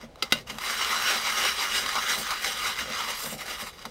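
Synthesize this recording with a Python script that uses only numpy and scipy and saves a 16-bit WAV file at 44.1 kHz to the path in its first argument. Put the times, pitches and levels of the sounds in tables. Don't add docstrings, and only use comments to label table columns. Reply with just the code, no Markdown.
import sys
import numpy as np
from scipy import signal
from scipy.fft import rfft, irfft, next_fast_len
from scipy.io import wavfile
from scipy.ndimage import uniform_filter1d, map_coordinates

SR = 44100
rng = np.random.default_rng(int(sys.argv[2]) if len(sys.argv) > 2 else 0)


def put_to_file(sound):
    columns = np.atleast_2d(sound).T
    safe = np.clip(columns, -1, 1)
    whole_steps = np.round(safe * 32767)
    wavfile.write(sys.argv[1], SR, whole_steps.astype(np.int16))


def volts(x):
    e = np.asarray(x, float) / 20
    return 10 ** e


N = 171990


def unit(x):
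    return x / np.sqrt(np.mean(x ** 2) + 1e-20)


def wobble(rate):
    knots = rng.standard_normal(int(N * rate / SR) + 4)
    return map_coordinates(knots, [np.arange(N) * rate / SR])


def filtered(x, response):
    m = next_fast_len(len(x) + 8192)
    return irfft(rfft(x, m) * response(np.fft.rfftfreq(m, 1 / SR)), m)[:len(x)]


def colour(points):
    hz, db = np.transpose(points)
    return lambda f: volts(np.interp(np.log(f + 1), np.log(hz), db, -120, -120))


def modes(table):
    def response(f):
        total = 0
        for k, (centre, width, db) in enumerate(table):
            resonance = 1j * f * width / (centre * centre - f * f + 1j * f * width)
            total = total + (-1) ** k * volts(db) * resonance
        return total
    return response


# pitch_hz, density_db [dB per Hz]
DRAUGHT = [(20, -8), (60, -2.5), (95, -14), (150, -10.5), (310, -16.5), (500, -11), (1300, -25.5),
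           (4000, -31), (16000, -51)]


def stove():
    level = volts(-51.5 + 1.5 * wobble(5.73))
    return level * unit(filtered(rng.standard_normal(N), colour(DRAUGHT)))


def scattered(x, table):
    parts = [filtered(x * np.sign(rng.standard_normal(N)), modes([row])) for row in table]
    return unit(sum(parts))


# pitch_hz, width_hz, level_db
HOLLOW = [(1250, 318, 10.5), (1480, 386, 3)]
# time_s, centre_hz
HOLLOW_PATH = [(.6, 1280), (.76, 1436), (.93, 1300), (1.1, 1480), (1.28, 1330), (1.45, 1550), (1.62, 1300),
               (1.77, 1630), (1.97, 1250), (2.12, 1610), (2.31, 1312), (2.46, 1610), (2.66, 1336),
               (2.8, 1530), (3.0, 1330), (3.11, 1270), (3.45, 1530), (3.65, 1270)]
STRETCHES = [.88, 1, 1.19]
REST_HZ = 1350


def cupped(x):
    s, hz = np.transpose(HOLLOW_PATH)
    stretch = np.interp(np.arange(N) / SR, s, hz) / REST_HZ
    place = np.interp(stretch, STRETCHES, np.arange(len(STRETCHES)))
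    total = np.zeros(N)
    for k, step in enumerate(STRETCHES):
        share = np.sqrt(np.clip(1 - abs(place - k), 0, 1))
        total += share * filtered(x, lambda f: modes(HOLLOW)(f / step))
    return total


PAN_HZ = [2070, 2870, 3040, 3350, 3830, 3965, 4840, 5050, 5590, 6160, 6390]
# width_hz, level_db
PAN_DAMPING = [(312, 2.5), (78, 3.5), (250, -4), (364, -4.5), (100, -0.5), (158, -0.5), (90, 1.5),
               (292, -12), (102, -0.5), (99, -6), (130, -8)]
# pitch_hz, width_hz, level_db
RIM = [(7400, 350, 0), (8140, 80, -1), (8420, 200, 1), (8920, 100, -2), (9360, 110, 1), (9660, 50, 0),
       (10450, 80, -1), (11540, 170, -1), (12500, 90, -6), (12750, 110, -3), (13050, 70, -7),
       (14050, 300, -3), (15400, 330, -5)]
# pitch_hz, density_db [dB per Hz]
RASP = [(150, -51), (320, -23), (500, -10), (900, -3.5), (1700, 1), (3300, -9), (6000, -7.5), (9000, -19)]
# pitch_hz, density_db [dB per Hz]
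FIZZ = [(4000, -10), (7000, -14), (10000, -14), (13400, -14), (15700, -40)]
RASP_DB, SPRAY_DB, HOLLOW_DB, FIZZ_DB = -6, -4.5, -2, -10


def voices(x, spray):
    pan = [(hz, width, db) for hz, (width, db) in zip(PAN_HZ, PAN_DAMPING)]
    ring = scattered(x, pan) + volts(RASP_DB) * unit(filtered(x, colour(RASP)))
    fizz = scattered(x, RIM) + volts(SPRAY_DB) * unit(filtered(spray, colour(FIZZ)))
    return unit(ring), volts(HOLLOW_DB) * unit(cupped(x)), volts(FIZZ_DB) * unit(fizz)


# start_s, peak_db, t60_s
SNAPS = [(0.012, -31.5, 0.019), (0.157, -28, 0.0074), (0.471, -26, 0.0084), (0.501, -22, 0.013),
         (0.584, -13.5, 0.017), (0.923, -16, 0.011), (0.9455, -15, 0.013), (1.45, -13, 0.038),
         (1.8605, -10.5, 0.017), (1.8894, -15, 0.035), (1.954, -12, 0.02), (2.0372, -16.5, 0.018),
         (2.1954, -26, 0.012), (2.306, -9, 0.0096), (2.4442, -8.5, 0.022), (2.9012, -16, 0.011),
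         (3.0044, -16, 0.016), (3.259, -18, 0.02), (3.4165, -20, 0.012), (3.7584, -37, 0.012),
         (3.8521, -21.5, 0.041)]
# start_s, peak_db
TICKS = [(0.6609, -24), (1.078, -19), (1.739, -21), (2.2668, -18), (2.4307, -20), (2.6647, -15),
         (2.6956, -18), (2.7731, -25), (2.7888, -20), (3.007, -20), (3.3892, -29), (3.4062, -24),
         (3.469, -33), (3.5828, -25), (3.7824, -35), (3.7903, -28.5), (3.824, -29)]
TICK_T60_S, SNAP_RISE_S = 0.018, .0007


def snaps():
    burst, t = np.full(N + SR, 1e-6), np.arange(SR // 10) / SR
    rise = 1 - np.exp(-t / SNAP_RISE_S)
    for s, db, t60 in SNAPS + [(s, db, TICK_T60_S) for s, db in TICKS]:
        burst[round(s * SR):][:len(t)] += volts(db - 9.0 - 60 * t / t60) * rise
    x = burst[:N] * rng.standard_normal(N)
    balance = volts([-.3, .3, -1.5])
    return np.dot(balance, voices(x, x)) * np.sqrt(np.mean(x ** 2))


# start_s, length_s, level_db
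ROCKS = [(0.022, 0.03, -43.5), (0.083, 0.017, -79), (0.115, 0.014, -73), (0.218, 0.018, -38.5),
         (0.323, 0.044, -39.5), (0.382, 0.05, -58), (0.48, 0.082, -46), (1.14, .03, -47),
         (1.472, 0.029, -48), (1.813, 0.064, -47), (2.172, 0.015, -36), (2.209, 0.01, -43),
         (2.809, 0.021, -38.5), (2.841, 0.02, -41), (2.869, 0.052, -40.5), (3.227, 0.052, -40),
         (3.316, 0.043, -39), (3.618, 0.021, -40.5), (3.85, 0.019, -41.5)]
# pitch_hz, width_hz, level_db
STOVE_TOP = [(117, 15, -9.5), (148, 10, -5), (226, 20, 3), (525, 70, -4), (680, 250, -12)]


def rocks():
    t = np.arange(N) / SR
    push = np.zeros(N)
    for s, length, db in ROCKS:
        u = np.clip((t - s) / (0.4 * length), 0, 50)
        push += volts(db) * u * np.exp(1 - u)
    x = push * rng.standard_normal(N)
    return unit(filtered(x, modes(STOVE_TOP))) * np.sqrt(np.mean(x ** 2))


def grit(rough_db, click_db):
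    clumps = volts(rough_db * (wobble(45) + wobble(130) + 0.59 * wobble(500)))
    sizes = volts(click_db * rng.exponential(size=N))
    return unit(clumps * sizes * rng.standard_normal(N))


def patchy(x, patchy_db):
    z = signal.stft(x, nperseg=512)[2]
    field = uniform_filter1d(rng.standard_normal(z.shape), 5, 0)
    field = uniform_filter1d(field, 9, 1)
    return unit(signal.istft(z * volts(patchy_db * unit(field)), nperseg=512)[1][:N])


# middle_s, half_length_s, peak_db, hollow_db, fizz_db [both relative to peak]
TOUCHES = [
    (0.031, 0.024, -50, -3.5, -4),
    (0.195, 0.016, -56, 0, -2),
    (0.253, 0.031, -44.5, -3, -6),
    (0.31, 0.0088, -46.5, -6, -3),
    (0.364, 0.04, -39.5, -12.5, -2.5),
    (0.48, 0.0074, -42, -10, -2),
    (0.504, .01, -32.5, -13, -8),
    (0.537, 0.046, -47, 2, 1),
    (3.815, 0.025, -48.5, -7, -2),
]
# time_s, level_db
PRESS = [(.6, -37.5), (.9, -31), (1.22, -33), (1.55, -36), (1.85, -34), (2.0, -32.5), (2.38, -36.5),
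         (2.58, -35), (2.76, -39.5), (3.15, -38), (3.37, -52.5), (3.5, -44), (3.7, -50), (3.76, -52.5),
         (3.9, -52.5)]
# middle_s, half_length_s, peak_db, hollow_db, fizz_db [both relative to peak]
STROKES = [(0.695, 0.07, -33, -2, 2), (0.82, 0.028, -30, -3, -3), (0.924, 0.075, -35.5, 7, -15),
           (1.115, 0.066, -27, -5, -0.5), (1.29, 0.034, -27, -1, -5), (1.435, 0.086, -27, -8, -1),
           (1.628, 0.061, -30.5, -2, -1.5), (1.772, 0.049, -26, -24, -0.5), (1.978, 0.023, -32.5, 5, -9),
           (2.12, 0.05, -27.5, -6.5, 0), (2.196, .03, -47, -10, 21.5), (2.317, 0.039, -33.5, 3, -2),
           (2.469, 0.043, -30, -27, -1), (2.665, 0.059, -32, -1.5, -1), (2.803, 0.027, -31, -10, -2.5),
           (2.986, 0.083, -34.5, -3, -12), (3.103, 0.05, -35.5, -2, 3), (3.24, 0.062, -36, -6.5, 9),
           (3.327, 0.025, -39, -12, 9.5), (3.411, 0.024, -37.5, -10, 2.5), (3.515, 0.045, -34.5, -9.5, 0),
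           (3.613, 0.023, -36, -2, 4.5), (3.675, 0.021, -40, -2, 5.5)]
ONSET_S, RISE_S = 0.587, 0.039


def effort():
    t = np.arange(N) / SR
    s, db = np.transpose(PRESS)
    contact = np.clip((t - ONSET_S) / RISE_S, 0, 1)
    steady = volts(np.interp(t, s, db)) ** 2 * contact ** 2
    power = volts([[0], [-8.5], [-1]]) ** 2 * steady
    for mid, half, db, hollow_db, fizz_db in STROKES + TOUCHES:
        swell = np.exp(-1.4 * ((t - mid) / half) ** 2)
        power += volts([[db], [db + hollow_db], [db + fizz_db]]) ** 2 * swell
    return np.sqrt(power)


# pitch_hz, width_hz, level_db
BASE = [(137, 13, -16), (223.7, 18.6, 0), (405, 72, -3.5), (526, 72, -4.5)]


def scrub():
    gains, grains = effort(), grit(rough_db=0.75, click_db=2.0)
    drag = volts(-20.5 + 1.1 * wobble(8.2)) * gains[0]
    drag = drag * unit(filtered(rng.standard_normal(N), modes(BASE)))
    heard = voices(grains, grit(rough_db=3.8, click_db=3))
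    return sum(g * patchy(v, patchy_db=2.0) * np.std(v) for g, v in zip(gains, heard)) + drag


# middle_s, half_length_s, level_db
LEANS = [(0.184, 0.013, -53), (.7, 0.05, -46), (1.13, 0.037, -40), (1.288, 0.026, -60), (1.396, 0.036, -46),
         (1.448, 0.022, -39), (1.786, 0.027, -51), (1.878, 0.0071, -43), (2.13, .03, -55),
         (2.18, 0.016, -40), (2.203, .01, -44), (2.468, .03, -42.5), (2.654, .03, -59),
         (3.098, 0.016, -42.5), (3.262, 0.015, -49), (3.335, .02, -52), (3.494, 0.069, -46.5),
         (3.86, 0.011, -45)]
# pitch_hz, density_db [dB per Hz]
BODY = [(150, -29), (300, -6), (520, 1), (800, 3.5), (1200, -39)]


def leans():
    t = np.arange(N) / SR
    power = sum(volts(db) ** 2 * np.exp(-((t - mid) / half) ** 2) for mid, half, db in LEANS)
    return np.sqrt(power) * unit(filtered(grit(rough_db=0.0, click_db=3.5), colour(BODY)))


# start_s, peak_db, crumble_t60_s, rise_s, into_pan_db
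KNOCKS = [
    (0.223, -7, 0.043, 0.0025, -16),
    (0.322, -6.5, 0.053, 0.0009, -6),
]
# pitch_hz, level_db, t60_s
RINGS = [
    [(807, -26, 0.22), (1334, -5, 0.057), (2083, -12.5, 0.11), (3110, -2, 0.024), (4810, -6, 0.047),
     (14100, -19, .05)],
    [(216, -15, 0.15), (538, -16, 0.08), (1500, -6.5, 0.077), (2030, 0, 0.042), (2820, -3.5, 0.11),
     (3820, -11, 0.11)],
]
# pitch_hz, density_db [dB per Hz]
CRACK = [(150, -23), (350, 0), (700, -25), (1400, -14), (2900, 0), (4900, -3.5), (7800, -16.5),
         (16000, -22)]
BLOW, BLOW_S = 1.1, .002
RING_DB = -8


def knocks():
    out, burst, t = np.zeros(N), np.full(N, 1e-7), np.arange(SR // 4) / SR
    for (s, db, t60, rise, pan_db), table in zip(KNOCKS, RINGS):
        start = (1 - np.exp(-(t / rise) ** 2)) * (1 + BLOW * np.exp(-t / BLOW_S))
        chips = rng.standard_normal(len(t)) * volts(2 * rng.exponential(size=len(t)))
        crack = unit(filtered(chips, colour(CRACK))) * volts(-11.5 - 60 * t / t60)
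        ring = np.zeros(len(t))
        for hz, level_db, ring_t60 in table:
            phase = 2 * np.pi * hz * t + wobble(118)[:len(t)]
            ring += volts(level_db - 60 * t / ring_t60) * np.sin(phase)
        out[round(s * SR):][:len(t)] += volts(db) * start * (crack + volts(RING_DB) * ring)
        into_pan = volts(db + pan_db - 12 - 60 * t / t60) * start * unit(chips)
        burst[round(s * SR):][:len(t)] += into_pan
    return out + sum(voices(burst, burst)) * np.sqrt(np.mean(burst ** 2))


# start_s, pitch_hz, level_db, t60_s
SHUDDERS = [
    (.345, 150, -40, .15),
    (.37, 120, -41, .12),
    (.42, 130, -41, .12),
    (.46, 130, -42, .1),
    (.505, 140, -43, .07),
]
SHUDDER_RISE_S = 0.0027


def shudders():
    t = np.arange(N) / SR
    out = np.zeros(N)
    for s, hz, db, t60 in SHUDDERS:
        u = np.clip(t - s, 0, 1)
        envelope = volts(db - 60 * u / t60) * (1 - np.exp(-u / SHUDDER_RISE_S))
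        out += envelope * np.sin(2 * np.pi * hz * u)
    return out


def tent(x):
    t = np.arange(SR // 5) / SR
    tail = rng.standard_normal(len(t)) * volts(-60 * t / .08) * (t > .003)
    return signal.fftconvolve(x, tail / np.linalg.norm(tail))[:N]


def scene():
    near = scrub() + snaps() + knocks() + rocks() + leans() + shudders()
    return (near + volts(-13) * tent(near) + stove())[None]


def low_pass(x):
    return signal.sosfilt(signal.butter(12, 16500, fs=SR, output="sos"), x)


def record(dry):
    mix = filtered(dry[0], lambda f: np.where(f < 15760, 1, volts(-50)))[None]
    return low_pass(mix)


dry = scene()
out = record(dry)
put_to_file(out)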